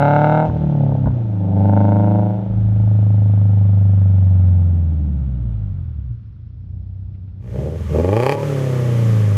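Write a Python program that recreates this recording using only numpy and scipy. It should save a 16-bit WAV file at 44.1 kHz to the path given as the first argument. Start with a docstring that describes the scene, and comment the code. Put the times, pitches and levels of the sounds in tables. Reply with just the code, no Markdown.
"""A four-cylinder sports car with a loud exhaust. First it is muffled and on the move over road noise: it
pulls, lifts off with pops in the pipe, blips, and coasts down to idle with a faint whine and two dry ticks.
A cross-fade then brings it standing in the open, revved twice, with whistles as the throttle shuts.
Unequal header pipes make the four firings arrive unevenly: summed sines give the boom on the low orders,
pulses ring the pipe resonances for the bark, and shaped pulses and noise give rasp and hiss above."""
import sys
import numpy as np
from scipy import signal
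from scipy.fft import rfft, irfft, next_fast_len
from scipy.io import wavfile
from scipy.ndimage import uniform_filter1d

SR = 44100
rng = np.random.default_rng(int(sys.argv[2]) if len(sys.argv) > 2 else 0)


def materialize(psi):
    """Save the field psi as 16-bit PCM at rate SR to the path in sys.argv[1].

    A 1-D psi becomes a single channel; in a 2-D psi each row is a channel.
    """
    bounded = np.clip(np.atleast_2d(psi).T, -1, 1)
    quanta = np.round(bounded * 32767).astype(np.int16)
    wavfile.write(sys.argv[1], SR, quanta)


def boost(x):
    """Linear amplitude factor 10**(x/20) for a level x in decibels (scalar or array-like)."""
    u = np.asarray(x, float) / 20
    return 10 ** u


N = 413216


def rms_one(x):
    """The signal brought to rms 1 over its whole length."""
    return x / np.sqrt(np.mean(x ** 2) + 1e-20)


def columns(rows, t):
    """Every column after the first, interpolated at times t."""
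    s, *rest = np.transpose(rows)
    return [np.interp(t, s, c) for c in rest]


def at_hz(points, hz):
    """Level of a spectrum's corner points, joined by lines over log frequency."""
    corner_hz, db = np.array(points).T
    return np.interp(np.log(hz), np.log(corner_hz), db)


def evened(x):
    """Running rms brought to 1 over 6000 samples (136 ms)."""
    return x / np.sqrt(uniform_filter1d(x ** 2, size=6000) + 1e-12)


def coloured(spectrum, x, smooth_hz=0):
    """The input shaped by a spectrum, corners rounded over smooth_hz; minimum phase, so nothing sounds early."""
    size = next_fast_len(len(x))
    hz = np.arange(1, size // 2 + 2) * SR / size
    shape_db = uniform_filter1d(at_hz(spectrum, hz), size=1 + int(smooth_hz * size / SR))
    # folding the cepstrum onto positive time makes the phase minimum
    cepstrum = irfft(shape_db * np.log(10) / 20, size)
    cepstrum[1:size // 2] *= 2
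    cepstrum[size // 2 + 1:] = 0
    return irfft(rfft(x, size) * np.exp(rfft(cepstrum)), size)[:len(x)]


def resonance(x, hz, width_hz):
    """Two-pole band-pass, gain 1 on top."""
    r = np.exp(-np.pi * width_hz / SR)
    numerator = np.array([1, 0, -1]) * (1 - r * r) / 2
    return signal.lfilter(numerator, [1, -2 * r * np.cos(2 * np.pi * hz / SR), r * r], x)


# the burn stumbles and the half order swells: start t/s, length/s, level/dB
STUMBLE_SWELLS = [(0.484, 0.21, -26), (0.873, .1, -47.5), (1.064, 0.036, -18), (2.501, 0.36, -29),
                  (7.52, .08, -46), (8.4, 0.13, -43)]


def half_order(t, first_db):
    """Level of the half order in dB: faint under the firing tone, swelling in each stumble."""
    edge_s, under_firing_tone_db = 0.024, -39
    swell = 0
    for s, length, db in STUMBLE_SWELLS:
        inside = np.minimum(t - s, s + length - t)
        swell = swell + boost(db) * np.clip(inside / edge_s + 1, 0, 1)
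    return 20 * np.log10(boost(first_db + under_firing_tone_db) + swell)


# the four cylinders in firing order, before unevenness and imbalance scale them: lag/ms, strength/dB
CYLINDER_PATTERN = [(.54, 1.8), (-.54, -.2), (-.18, -1.4), (.18, 0)]
# as the revs sink from the first rate to the second the pattern shifts: firing rates/(1/s)
PATTERN_SHIFT_RATES = (140, 105)
# full shift of each cylinder, before imbalance scales it: level/dB
PATTERN_SHIFT = [-.8, 2, -.2, -.6]


def strengths(rate, imbalance, shifts, bias_db):
    """Strength of each cylinder over time in dB; a negative imbalance reverses the pattern."""
    high_rate, low_rate = PATTERN_SHIFT_RATES
    sunk = shifts * np.clip((high_rate - rate) / (high_rate - low_rate), 0, 1)
    own_db = np.array(CYLINDER_PATTERN)[:, 1:] + np.reshape(bias_db, (-1, 1))
    return (own_db + np.array(PATTERN_SHIFT)[:, None] * sunk) * imbalance


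def waver(shape, rate):
    """Slow complex noise from two equal low-pass poles, one row per order; overall rms 1."""
    blur_hz = 20
    r = np.exp(-2 * np.pi * blur_hz / rate)
    noise = rng.standard_normal(shape) + 1j * rng.standard_normal(shape)
    slow = signal.lfilter([1], [1, -2 * r, r * r], noise)
    return slow / np.sqrt(np.mean(abs(slow) ** 2))


def boom_lead(rate):
    """Firing intervals by which the firing tone leads the pulses, most near the pipe's deepest resonance."""
    return .02 + .13 * np.exp(-((rate - 100) / 32) ** 2)


# orders of the firing rate whose levels are set one by one: order
SET_ORDERS = [1, 1 / 2, 3 / 4, 2, 4, 5 / 4, 3 / 2, 7 / 4, 5 / 2, 3, 9 / 4]
# relative response of the exhaust's low end: f/Hz, level/dB
PIPE_RESPONSE = [(20, -49.5), (50, -13.5), (95, 16), (120, 2), (150, -8.5), (190, 5), (235, -14),
                 (290, -10), (340, -16), (400, -25.5), (750, -47.5)]


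def boom(turns, rate, uneven, strength_db, heard_db, others_db, blur, polarity):
    """Sines on every quarter order up to the eleventh; the cylinder pattern sets their phase and balance."""
    step = slice(0, None, 64)   # the orders' levels and phases move slowly
    tilt_db = -2.5   # per doubling of the order: a pulse is broad
    lag_s, strength = np.array(CYLINDER_PATTERN)[:, :1] / 1000, boost(strength_db[:, step])
    order = np.arange(1, 45)[:, None] / 4
    order_hz = order * rate[step]
    # the slow body of each pulse lags more than its steep front
    arrival = np.arange(4)[:, None] + 2.2 * lag_s * uneven[step] * rate[step]
    wave = sum(a * np.exp(-2j * np.pi * order * d) for a, d in zip(strength, arrival))
    wave = wave * boost(at_hz(PIPE_RESPONSE, order_hz) + tilt_db * np.log2(order))
    upper = np.exp(-((order_hz - 285) / 80) ** 2)   # the part of the stack that sets the others' level
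    wave *= boost(others_db[step]) / np.sqrt(np.sum(upper * abs(wave) ** 2, axis=0))
    for k, db in zip(SET_ORDERS, heard_db):
        row = round(4 * k) - 1
        wave[row] *= boost(db[step]) / (abs(wave[row]) + 1e-12)
    wave[[1, 5]] *= -1   # the half and 3/2 orders leave the pipe inverted
    wave[7] *= polarity   # second order
    # orders from 9/4 up waver
    wavering = 1 + blur[step] * waver(wave[8:].shape, SR / 64)
    wave[8:] *= wavering / np.sqrt(1 + blur[step] ** 2)
    wave[3] *= np.exp(2j * np.pi * boom_lead(rate[step]))   # the firing tone
    fine, coarse = np.arange(len(turns)), np.arange(len(turns))[step]
    # each power of the engine cycle is the next quarter order
    cycle, power, out = np.exp(2j * np.pi * turns / 4), 1, 0
    for w in wave:
        power = power * cycle
        out = out + (np.interp(fine, coarse, w) * power).real
    return np.sqrt(2) * out


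# single firings that come harder or weaker than their turn: t/s, level/dB
UNUSUAL_FIRINGS = [(.163, 1.5), (.244, 2.5), (.638, 5), (.78, 1.5), (.923, 2.5), (1.012, 2.5), (1.648, 2),
                   (1.657, 4), (1.696, 3), (1.735, 2), (1.765, 2), (1.774, 2.5), (1.804, 2), (1.813, 0.5),
                   (1.92, 2), (1.959, 1), (2.422, 4), (2.765, 4), (7.938, -1.5), (7.962, 8), (7.975, -5),
                   (7.987, 8.5), (8, -4), (8.012, 1.5), (8.025, -17), (8.047, -2.5), (8.09, -2.5),
                   (8.129, 1), (8.139, 3), (8.165, 2.5), (8.175, 3), (8.2, 2), (8.225, 3), (8.263, 2),
                   (8.293, -.5), (8.321, 0)]


def firings(t, turns, uneven, strength_db, scatter_db, steepen, lead_ms):
    """One pulse per firing, uneven in time and strength; returns due samples, scatter/dB, blows and fronts."""
    number = np.arange(np.ceil(turns[0]), turns[-1])
    due = np.interp(number, turns, np.arange(len(t))).astype(int)
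    cylinder = number.astype(int) % 4
    lag_ms = np.array(CYLINDER_PATTERN)[cylinder, 0]
    luck = rng.standard_normal((len(number), 2)) * scatter_db[due, None]
    firing_db = strength_db[cylinder, due] + luck[:, 0]
    for s, db in UNUSUAL_FIRINGS:
        if t[0] < s < t[-1]:
            firing_db[np.argmin(abs(t[due] - lead_ms / 1000 - s))] += db
    # an unsteady burn also comes a little early or late
    at = due + (lag_ms * uneven[due] - lead_ms + 0.025 * luck[:, 1]) * SR / 1000
    at = np.clip(np.round(at).astype(int), 0, len(t) - 1)
    blows, fronts = np.zeros(len(t)), np.zeros(len(t))
    blows[at] = boost(firing_db)
    fronts[at] = boost(steepen * firing_db)   # strong pulses steepen and carry more treble
    return due, luck[:, 0], blows, fronts


def bark(blows, rate, share, stir_db, bark_modes, loaded_modes, shut_modes, low_hz, top_hz):
    """Pipe resonances rung by the pulses and, with the throttle shut, stirred by flow noise as well."""
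    # at low revs flow noise takes over from the pulses: 14 dB per octave under 90 firings per s
    octaves_sunk = np.clip(np.log2(90 / rate), 0, 1)
    flow = boost(stir_db + 14 * octaves_sunk) * (1 - share) ** 2 * rng.standard_normal(len(rate))
    stirred = evened(blows) + flow
    main = sum(boost(db) * resonance(stirred, hz, width) for hz, width, db in bark_modes)
    main = signal.sosfiltfilt(signal.butter(2, low_hz, "high", fs=SR, output="sos"), main)
    main = signal.sosfiltfilt(signal.butter(6, top_hz, fs=SR, output="sos"), main)

    def narrow(modes):
        """Each mode is two equal resonances in a row, held at a steady level."""
        return sum(boost(db) * evened(resonance(resonance(stirred, hz, width), hz, width))
                   for hz, width, db in modes)

    return evened(main) + share * narrow(loaded_modes) + (1 - share) * narrow(shut_modes)


def rasp(fronts, colour, puff_ms, crack_db, smooth_hz):
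    """The crack of each steep front and the decaying turbulent puff behind it."""
    puff_envelope = signal.lfilter([1], [1, -np.exp(-1000 / (puff_ms * SR))], fronts)
    puffs = puff_envelope * rng.standard_normal(len(fronts))
    source = boost(crack_db) * rms_one(fronts) + rms_one(puffs)
    return evened(coloured(colour, source, smooth_hz=smooth_hz))


def hiss(length, colour):
    """Steady coloured noise: the part of the treble that does not follow the firings."""
    return rms_one(coloured(colour, rng.standard_normal(length)))


def engine(speed, levels, sides, burn, stir, bark_modes, loaded_modes, shut_modes, hiss_colour, rasp_colour,
           start_turn, steepen, puff_ms, crack_db, stack_db, shifts, lead_ms, polarity, low_hz, top_hz,
           smooth_hz, bias_db):
    """One firing after another: boom, bark and rasp share the same timing and scatter."""
    first, last = max(int(speed[0][0] * SR), 0), min(int(burn[-1][0] * SR), N)
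    t = np.arange(first, last) / SR
    rate, = columns(speed, t)
    first_db, second_db, lope_db, bark_db, treble_db = columns(levels, t)
    # the fourth order lies 7 dB under the second, before the pipe
    pipe_gap_db = at_hz(PIPE_RESPONSE, rate * 4) - at_hz(PIPE_RESPONSE, 2 * rate)
    fourth_db = second_db - 7 + pipe_gap_db
    side_db = columns(sides, t)
    nine_quarter_db = side_db[0] - 10   # under the 5/4 order
    heard_db = [first_db, half_order(t, first_db), lope_db, second_db, fourth_db, *side_db, nine_quarter_db]
    others_db = stack_db + 0.67 * bark_db   # the rest of the stack follows a share of the bark's swing
    uneven, imbalance, scatter_db, rasp_share = columns(burn, t)
    share = np.clip(rasp_share, 0, 1)
    stir_db, blur = columns(stir, t)

    turns = start_turn + np.cumsum(rate) / SR - boom_lead(rate)   # counted in firings
    strength_db = strengths(rate, imbalance, shifts, bias_db)
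    due, luck_db, blows, fronts = firings(t, turns, uneven, strength_db, scatter_db, steepen, lead_ms)
    low = boom(turns, rate, uneven, strength_db, heard_db, others_db, blur * (1 - share), polarity)
    low = low * boost(0.5 * np.interp(np.arange(len(t)), due, luck_db))   # half the scatter reaches the boom
    middle = bark(blows, rate, share, stir_db, bark_modes, loaded_modes, shut_modes, low_hz, top_hz)
    crackle = np.sqrt(share) * rasp(fronts, rasp_colour, puff_ms, crack_db, smooth_hz)
    treble = crackle + np.sqrt(1 - share) * hiss(len(t), hiss_colour)
    out = np.zeros(N)
    out[first:last] = low + polarity * boost(bark_db) * middle + boost(treble_db) * treble
    return out


# engine speed on the move: t/s, firing rate/(1/s)
MOVING_SPEED = [(0, 141.51), (.42, 156.77), (.5, 158.19), (1.11, 127.09), (1.38, 101.82), (1.5, 98.12),
                (1.8, 102.67), (2.43, 109.21), (2.68, 105.43), (2.83, 106.24), (3.96, 97.95), (4.64, 89.09),
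                (4.8, 85.23), (5.78, 44.58), (6.12, 29.33), (6.28, 26.96), (6.86, 31.79), (7.36, 31.19)]
# layers: t/s, then level/dB of firing tone, second order, 3/4 order lope, bark, treble
MOVING_LEVELS = [(0, -15.5, -23.5, -25, -16, -25.5), (.38, -16, -25, -24, -17, -28),
                 (0.452, -19, -29.5, -30, -19, -34.5), (.5, -25, -34.5, -19, -32, -50),
                 (.65, -17, -34.5, -33.5, -33.5, -50.5), (.85, -14.5, -30, -20.5, -29, -51.5),
                 (1.1, -18.5, -30.5, -21.5, -35, -54), (1.299, -19, -44.5, -41, -42.5, -55.5),
                 (1.501, -17, -23.5, -55, -33.5, -55.5), (1.62, -12.5, -19.5, -49.5, -26, -49),
                 (1.78, -12, -18, -52, -22, -41), (2.201, -14.5, -24, -37, -24.5, -48),
                 (2.45, -24, -44, -48, -36.5, -54.5), (2.6, -14.5, -35, -29, -44, -55),
                 (2.9, -11.5, -35.5, -32, -39.5, -53.5), (4.502, -10, -29, -41.5, -43, -54),
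                 (4.999, -17.5, -31.5, -49, -50, -59.5), (5.6, -24, -22.5, -56.5, -55, -61.5),
                 (5.95, -40, -26, -69.5, -65, -65.5), (6.121, -67, -28, -70, -67, -69),
                 (6.22, -66.5, -50, -73.5, -99.5, -71), (6.7, -53, -36, -82, -68, -76.5),
                 (7.36, -49, -38, -84, -68, -72)]
# neighbours of the firing tone: t/s, then level/dB of the 5/4, 3/2, 7/4, 5/2 and third orders
MOVING_SIDES = [(0, -28, -36, -32.5, -42, -56), (.4, -28, -30.5, -33.5, -39.5, -41),
                (.55, -32.5, -35.5, -40.5, -53, -54), (.66, -20.5, -35.5, -38.5, -55.5, -62),
                (.83, -30, -25, -37, -40.5, -45), (1.05, -26.5, -31, -50.5, -44, -48.5),
                (1.27, -48.5, -40, -30, -42.5, -41), (1.48, -29.5, -35, -23, -41, -33),
                (1.75, -31, -31.5, -26, -28.5, -27.5), (2.15, -36.5, -32.5, -19.5, -39.5, -27.5),
                (2.45, -40, -40, -26, -50.5, -41.5), (3.1, -34, -33.5, -27, -39.5, -48.5),
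                (3.95, -32, -38.5, -27.5, -41, -65), (4.6, -31, -36, -29, -35.5, -47),
                (5.3, -39.5, -41, -31.5, -30.5, -37), (5.9, -53, -48.5, -45, -50, -29.5),
                (6.25, -59, -53, -53.5, -53, -43.5), (6.8, -63.5, -47, -56, -54.5, -29),
                (7.36, -65, -56, -56.5, -57, -32.5)]
# combustion: t/s, unevenness of arrival [0-1], factor on the cylinders' strength gaps (negative reverses),
# firing-to-firing scatter level/dB, rasp share of the treble [0-1]
MOVING_BURN = [(0, 0.32, 1.3, 0.44, 0.98), (0.449, 0.31, 1.5, 0.49, 0.98), (0.519, 1, -3.5, 2, 0.12),
               (.8, 0.23, -12, 1.9, 0.16), (1.1, 0.88, -23, 6.4, 0.1), (1.22, 0.7, 4.5, 0.49, 0.037),
               (1.499, 1, 1.5, 1, 0.032), (1.62, .86, 0.3, 0.84, .3), (1.72, .9, 3, 0.47, 0.86),
               (1.86, .9, 1.76, .5, 0.83), (2.05, .9, 1.5, .5, 0.74), (2.302, 0.89, 2, 0.083, 0.51),
               (2.548, 0.82, -6.5, 3.2, 0.075), (2.949, 0.93, -12, 0.46, 0.024),
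               (4.802, 0.94, 0.5, 0.1, 0.0093), (5.501, 0.98, 1.5, 0.99, 0.027),
               (6.099, 0.83, -7, 3, 0.028), (6.401, 0.31, 1, 0.16, 0.18), (7.75, 0.56, 3, 0.18, 0.05)]
# throttle shut: t/s, flow noise over the pulses before low revs raise it level/dB, wavering [0-1.5]
MOVING_STIR = [(0, -4, .3), (.55, -4, .3), (.7, -8, .3), (1.1, -6, .3), (1.3, 1, .3), (1.62, -2, .3),
               (2.3, -4, .3), (2.45, 4, .3), (2.75, 2, .3), (3, -4, .2), (4.5, -3, .2), (4.9, 0, 1.1),
               (5.7, 0, 1.3), (6.2, -3, .4), (7.75, -3, .3)]
# bark resonances: f/Hz, width/Hz, relative level/dB
MOVING_BARK = [(426, 23, -15), (589, 149, 11.5), (780, 95, 3.5), (856, 30, 2)]
# further bark resonances that come in as the rasp share rises under load: f/Hz, width/Hz,
# level/dB against the bark
MOVING_LOADED = [(859.5, 110, -8.5), (732, 75, -8)]
# resonances that show with the throttle shut: f/Hz, width/Hz, level/dB against the bark
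MOVING_SHUT = [(422, 81, -7.5), (505.5, 110, -5.5), (873, 17, -19.5)]
# treble colour of the hiss: f/Hz, relative level/dB
MOVING_HISS = [(590, -30.5), (1000, 1.5), (1400, 3), (1690, -4), (2670, -8.5), (3500, -9.5), (4620, -21.5),
               (6270, -23), (8000, -36.5), (10400, -66), (17600, -120)]
# treble colour of the rasp: f/Hz, relative level/dB
MOVING_RASP = [(590, -18.5), (1000, -7), (1120, -5), (1270, 3), (1450, 6.5), (1620, -5), (1850, -24),
               (2070, -7.5), (2170, -6.5), (2430, -23.5), (2680, -15), (3390, -29), (3820, -19),
               (4310, -38), (6000, -51), (7020, -65.5), (8000, -61.5), (10400, -91), (17600, -120)]


def driving_engine():
    """The muffled engine on the move: upright polarity, the strength pattern shifting as the revs sink."""
    return engine(MOVING_SPEED, MOVING_LEVELS, MOVING_SIDES, MOVING_BURN, MOVING_STIR,
                  MOVING_BARK, MOVING_LOADED, MOVING_SHUT, MOVING_HISS, MOVING_RASP,
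                  start_turn=.405,   # place in the four-firing cycle
                  steepen=1.9, puff_ms=2.5, crack_db=19, stack_db=-5.5, shifts=1, lead_ms=.6, polarity=1,
                  low_hz=443, top_hz=868.0, smooth_hz=90, bias_db=-1)


# colour of the road noise: f/Hz, relative level/dB per Hz
ROAD_COLOUR = [(25, -37), (60, 5.5), (180, -6.5), (330, -24), (600, -37), (1100, -50), (4000, -52.5),
               (5500, -59), (7500, -85)]


def road():
    """Steady noise of the rolling car, strongest in the bass."""
    return boost(-39.5) * rms_one(coloured(ROAD_COLOUR, rng.standard_normal(N)))


# unburnt fuel going off in the pipe: t/s, relative level/dB
FUEL_POPS = [(0.498, -7.5), (0.918, -15), (1.059, -8.5), (1.068, -10), (1.073, -11.5), (1.084, -13),
             (1.105, -19)]
# resonances each pop strikes: f/Hz, relative level/dB, t60/s
PIPE_POP_MODES = [(70.4, -21, 0.17), (104, -12, 0.23), (167, 1, 0.022), (600, -21, .025), (900, -16, .035),
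                  (1450, -28, .035)]


def pops():
    """Each pop is a blow on decaying pipe modes, softened by a low-pass."""
    out = np.zeros(N)
    at = [round(s * SR) for s, _ in FUEL_POPS]
    for hz, db, t60 in PIPE_POP_MODES:
        blows = np.zeros(N) + 1e-18
        blows[at] = boost(np.array(FUEL_POPS)[:, 1] + db - 0.5)
        r, w = boost(-60 / (t60 * SR)), 2 * np.pi * hz / SR
        out += signal.lfilter([0, np.sin(w)], [1, -2 * r * np.cos(w), r * r], blows)
    return signal.sosfilt(signal.butter(6, 1600, fs=SR, output="sos"), out)


def whine():
    """A faint thin whine of narrow noise, rising near idle and pulsing with every second firing."""
    t = np.arange(N) / SR
    turns = np.cumsum(columns(MOVING_SPEED, t)[0]) / SR
    pulsing = uniform_filter1d((np.cos(np.pi * turns) > -.3) * 1., size=300)
    tone = rms_one(resonance(resonance(rng.standard_normal(N), 5270, 40), 5270, 40))
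    return boost(np.interp(t, [5.6, 6.3], [-108, -89])) * tone * pulsing


# faint dry ticks in the cabin, before their resonance: t/s, level/dB
CABIN_TICKS = [(7.137, -53), (7.279, -58)]


def ticks():
    """Short soft noise bursts, twice through one broad resonance."""
    hz, width_hz, length_ms = 2300, 1100, 12
    t = np.arange(N) / SR
    shape = sum(boost(db) * np.exp(-((t - s) * 1000 / length_ms - 1) ** 2) for s, db in CABIN_TICKS)
    bursts = shape * rng.standard_normal(N) + 1e-18
    return resonance(resonance(bursts, hz, width_hz), hz, width_hz)


# engine speed standing in the open: t/s, firing rate/(1/s)
OPEN_SPEED = [(7.38, 57.71), (7.52, 59.6), (7.72, 81.84), (7.78, 84.79), (7.92, 74.9), (7.98, 78.53),
              (8.06, 89.16), (8.34, 146.78), (8.4, 150.17), (8.66, 133.99), (9.37, 99.82)]
# layers: t/s, then level/dB of firing tone, second order, 3/4 order lope, bark, treble
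OPEN_LEVELS = [(7.38, -52, -41, -60, -62, -68), (7.501, -29, -28.5, -58, -42, -53),
               (7.599, -26.5, -25, -38, -27.5, -48), (7.74, -27.5, -36, -49, -31.5, -49.5),
               (7.86, -23.5, -55, -31, -45.5, -46), (7.919, -22.5, -21.5, -43, -29.5, -43.5),
               (7.957, -17.5, -26, -48, -17.5, -40), (8.058, -19, -28.5, -49, -20, -39.5),
               (8.11, -16, -26, -50, -17.5, -35), (8.179, -17.5, -30, -54, -19, -31.5),
               (8.259, -22, -40, -30.5, -17.5, -25), (8.325, -22.5, -30, -39, -21, -24),
               (8.362, -33.5, -59, -26, -22, -38), (8.46, -21.5, -31.5, -29, -26, -37.5),
               (8.85, -17, -43, -30.5, -28, -38.5), (9.1, -12.5, -36, -36, -31, -37.5),
               (9.37, -13.5, -34, -64, -33.5, -40)]
# neighbours of the firing tone: t/s, then level/dB of the 5/4, 3/2, 7/4, 5/2 and third orders
OPEN_SIDES = [(7.38, -52, -58, -60, -60, -49), (7.6, -38, -36, -29.5, -66, -30.5),
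              (7.86, -32, -36, -37.5, -33.5, -57), (7.98, -29, -27.5, -35, -33, -24.5),
              (8.1, -39, -37, -47, -42, -25.5), (8.25, -46, -42, -47, -50, -42),
              (8.37, -39, -43, -38, -61, -27), (8.52, -38, -38, -47, -38, -41),
              (8.78, -32.5, -35, -36, -41, -44), (9.1, -36, -30.5, -27, -37.5, -70),
              (9.37, -34, -31.5, -33, -41, -60)]
# combustion: t/s, unevenness of arrival [0-1], factor on the cylinders' strength gaps (negative reverses),
# firing-to-firing scatter level/dB, rasp share of the treble [0-1]
OPEN_BURN = [(7.38, 1, 0, 0.79, 0.55), (7.619, 0.069, -2.8, 4.9, 0.07), (7.848, 0.98, 0, 4.1, 0.0087),
             (7.93, 0.3, 2.5, 3, 0.11), (8.03, 0.24, 7, 1.1, 0.38), (8.122, 0.13, 1.5, 0.92, 0.85),
             (8.3, 0.35, 3.5, 0.55, 0.98), (8.36, 0.76, 1, .6, 0.84), (8.459, 0.99, 2, 1.3, 0.12),
             (8.5, 1, -3, 0.5, 0.043), (9.37, 0.46, -1, 0.11, 0.071)]
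# throttle shut: t/s, flow noise over the pulses before low revs raise it level/dB, wavering [0-1.5]
OPEN_STIR = [(7.38, -5, .45), (9.37, -5, .45)]
# bark resonances: f/Hz, width/Hz, relative level/dB
OPEN_BARK = [(443, 190, 9.5), (537, 38, -5.5), (590.6, 88, 6.5)]
# further bark resonances that come in as the rasp share rises under load: f/Hz, width/Hz,
# level/dB against the bark
OPEN_LOADED = [(828, 83, -11), (1111, 58, -17)]
# resonances that show with the throttle shut: f/Hz, width/Hz, level/dB against the bark
OPEN_SHUT = [(765, 157, -17.5)]
# treble colour of the hiss: f/Hz, relative level/dB
OPEN_HISS = [(590, -40), (820, -4), (1000, -7), (1170, 0), (1320, -8), (1920, -7), (2560, -12.5),
             (3150, -12.5), (3780, -18), (4600, -20.5), (6260, -18), (8740, -24.5), (13700, -27.5),
             (15500, -43)]
# treble colour of the rasp: f/Hz, relative level/dB
OPEN_RASP = [(590, -58), (720, -4), (850, 2.5), (1000, -8), (1160, -2), (1400, -25.5), (1600, -13.5),
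             (1950, -9), (2130, -18), (2380, -2), (2750, -22.5), (3150, -13.5), (3700, -35.5), (4600, -21),
             (5850, -36.5), (10100, -34.5), (15500, -44.5)]
# added to each cylinder before imbalance scales it: level/dB
OPEN_BIAS = [0.85, 0.74, 0.087, 0.61]


def standing_engine():
    """The engine revved in the open: bark and second order inverted, pulses further ahead of the boom."""
    return engine(OPEN_SPEED, OPEN_LEVELS, OPEN_SIDES, OPEN_BURN, OPEN_STIR,
                  OPEN_BARK, OPEN_LOADED, OPEN_SHUT, OPEN_HISS, OPEN_RASP,
                  start_turn=3.2,   # place in the four-firing cycle
                  steepen=1.5, puff_ms=3, crack_db=9, stack_db=-13.5, shifts=0, lead_ms=3.5, polarity=-1,
                  low_hz=292, top_hz=609, smooth_hz=260, bias_db=OPEN_BIAS)


# a breathy whistle as the throttle shuts: start t/s, length/s, from f/Hz, to f/Hz, level/dB
THROTTLE_WHISTLES = [(8.351, 0.11, 930, 1011, -32.5), (8.418, 0.14, 1330, 1322, -43)]


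def whistles():
    """Gliding tones that swell and fade, roughened by slow noise on their level."""
    t, out = np.arange(N) / SR, 0
    for s, length, from_hz, to_hz, db in THROTTLE_WHISTLES:
        way = np.clip((t - s) / length, 0, 1)
        rough = 1 + .5 * rms_one(uniform_filter1d(rng.standard_normal(N), size=500))
        tone = np.sin(2 * np.pi * np.cumsum(from_hz + (to_hz - from_hz) * way) / SR)
        out = out + boost(db) * np.sin(np.pi * way) * rough * tone
    return out


# start and end of the cross-fade: t/s
CROSSFADE = (7.38, 7.72)


def scene():
    """The moving car fades out while the standing car comes in."""
    fade = np.interp(np.arange(N) / SR, CROSSFADE, [0, 1])
    driving = driving_engine() + road() + pops() + whine() + ticks()
    standing = standing_engine() + whistles()
    fade_in = np.minimum(6.3 * fade, 1)   # the standing car is in this many times sooner
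    return (driving * (1 - fade) + standing * fade_in)[None]


def low_pass(x):
    """Removes everything above the highest recorded frequency."""
    return signal.sosfilt(signal.butter(12, 15680, fs=SR, output="sos"), x)


def record(dry):
    """The microphone drops the deepest bass, then peaks are rounded."""
    high_pass = signal.butter(3, 36, "high", fs=SR, output="sos")
    bass_cut = signal.sosfiltfilt(high_pass, dry, padtype="even", padlen=SR // 10)
    rounded = 1.15 * np.tanh(bass_cut / 1.15)
    return low_pass(rounded)


dry = scene()
out = record(dry)
materialize(out)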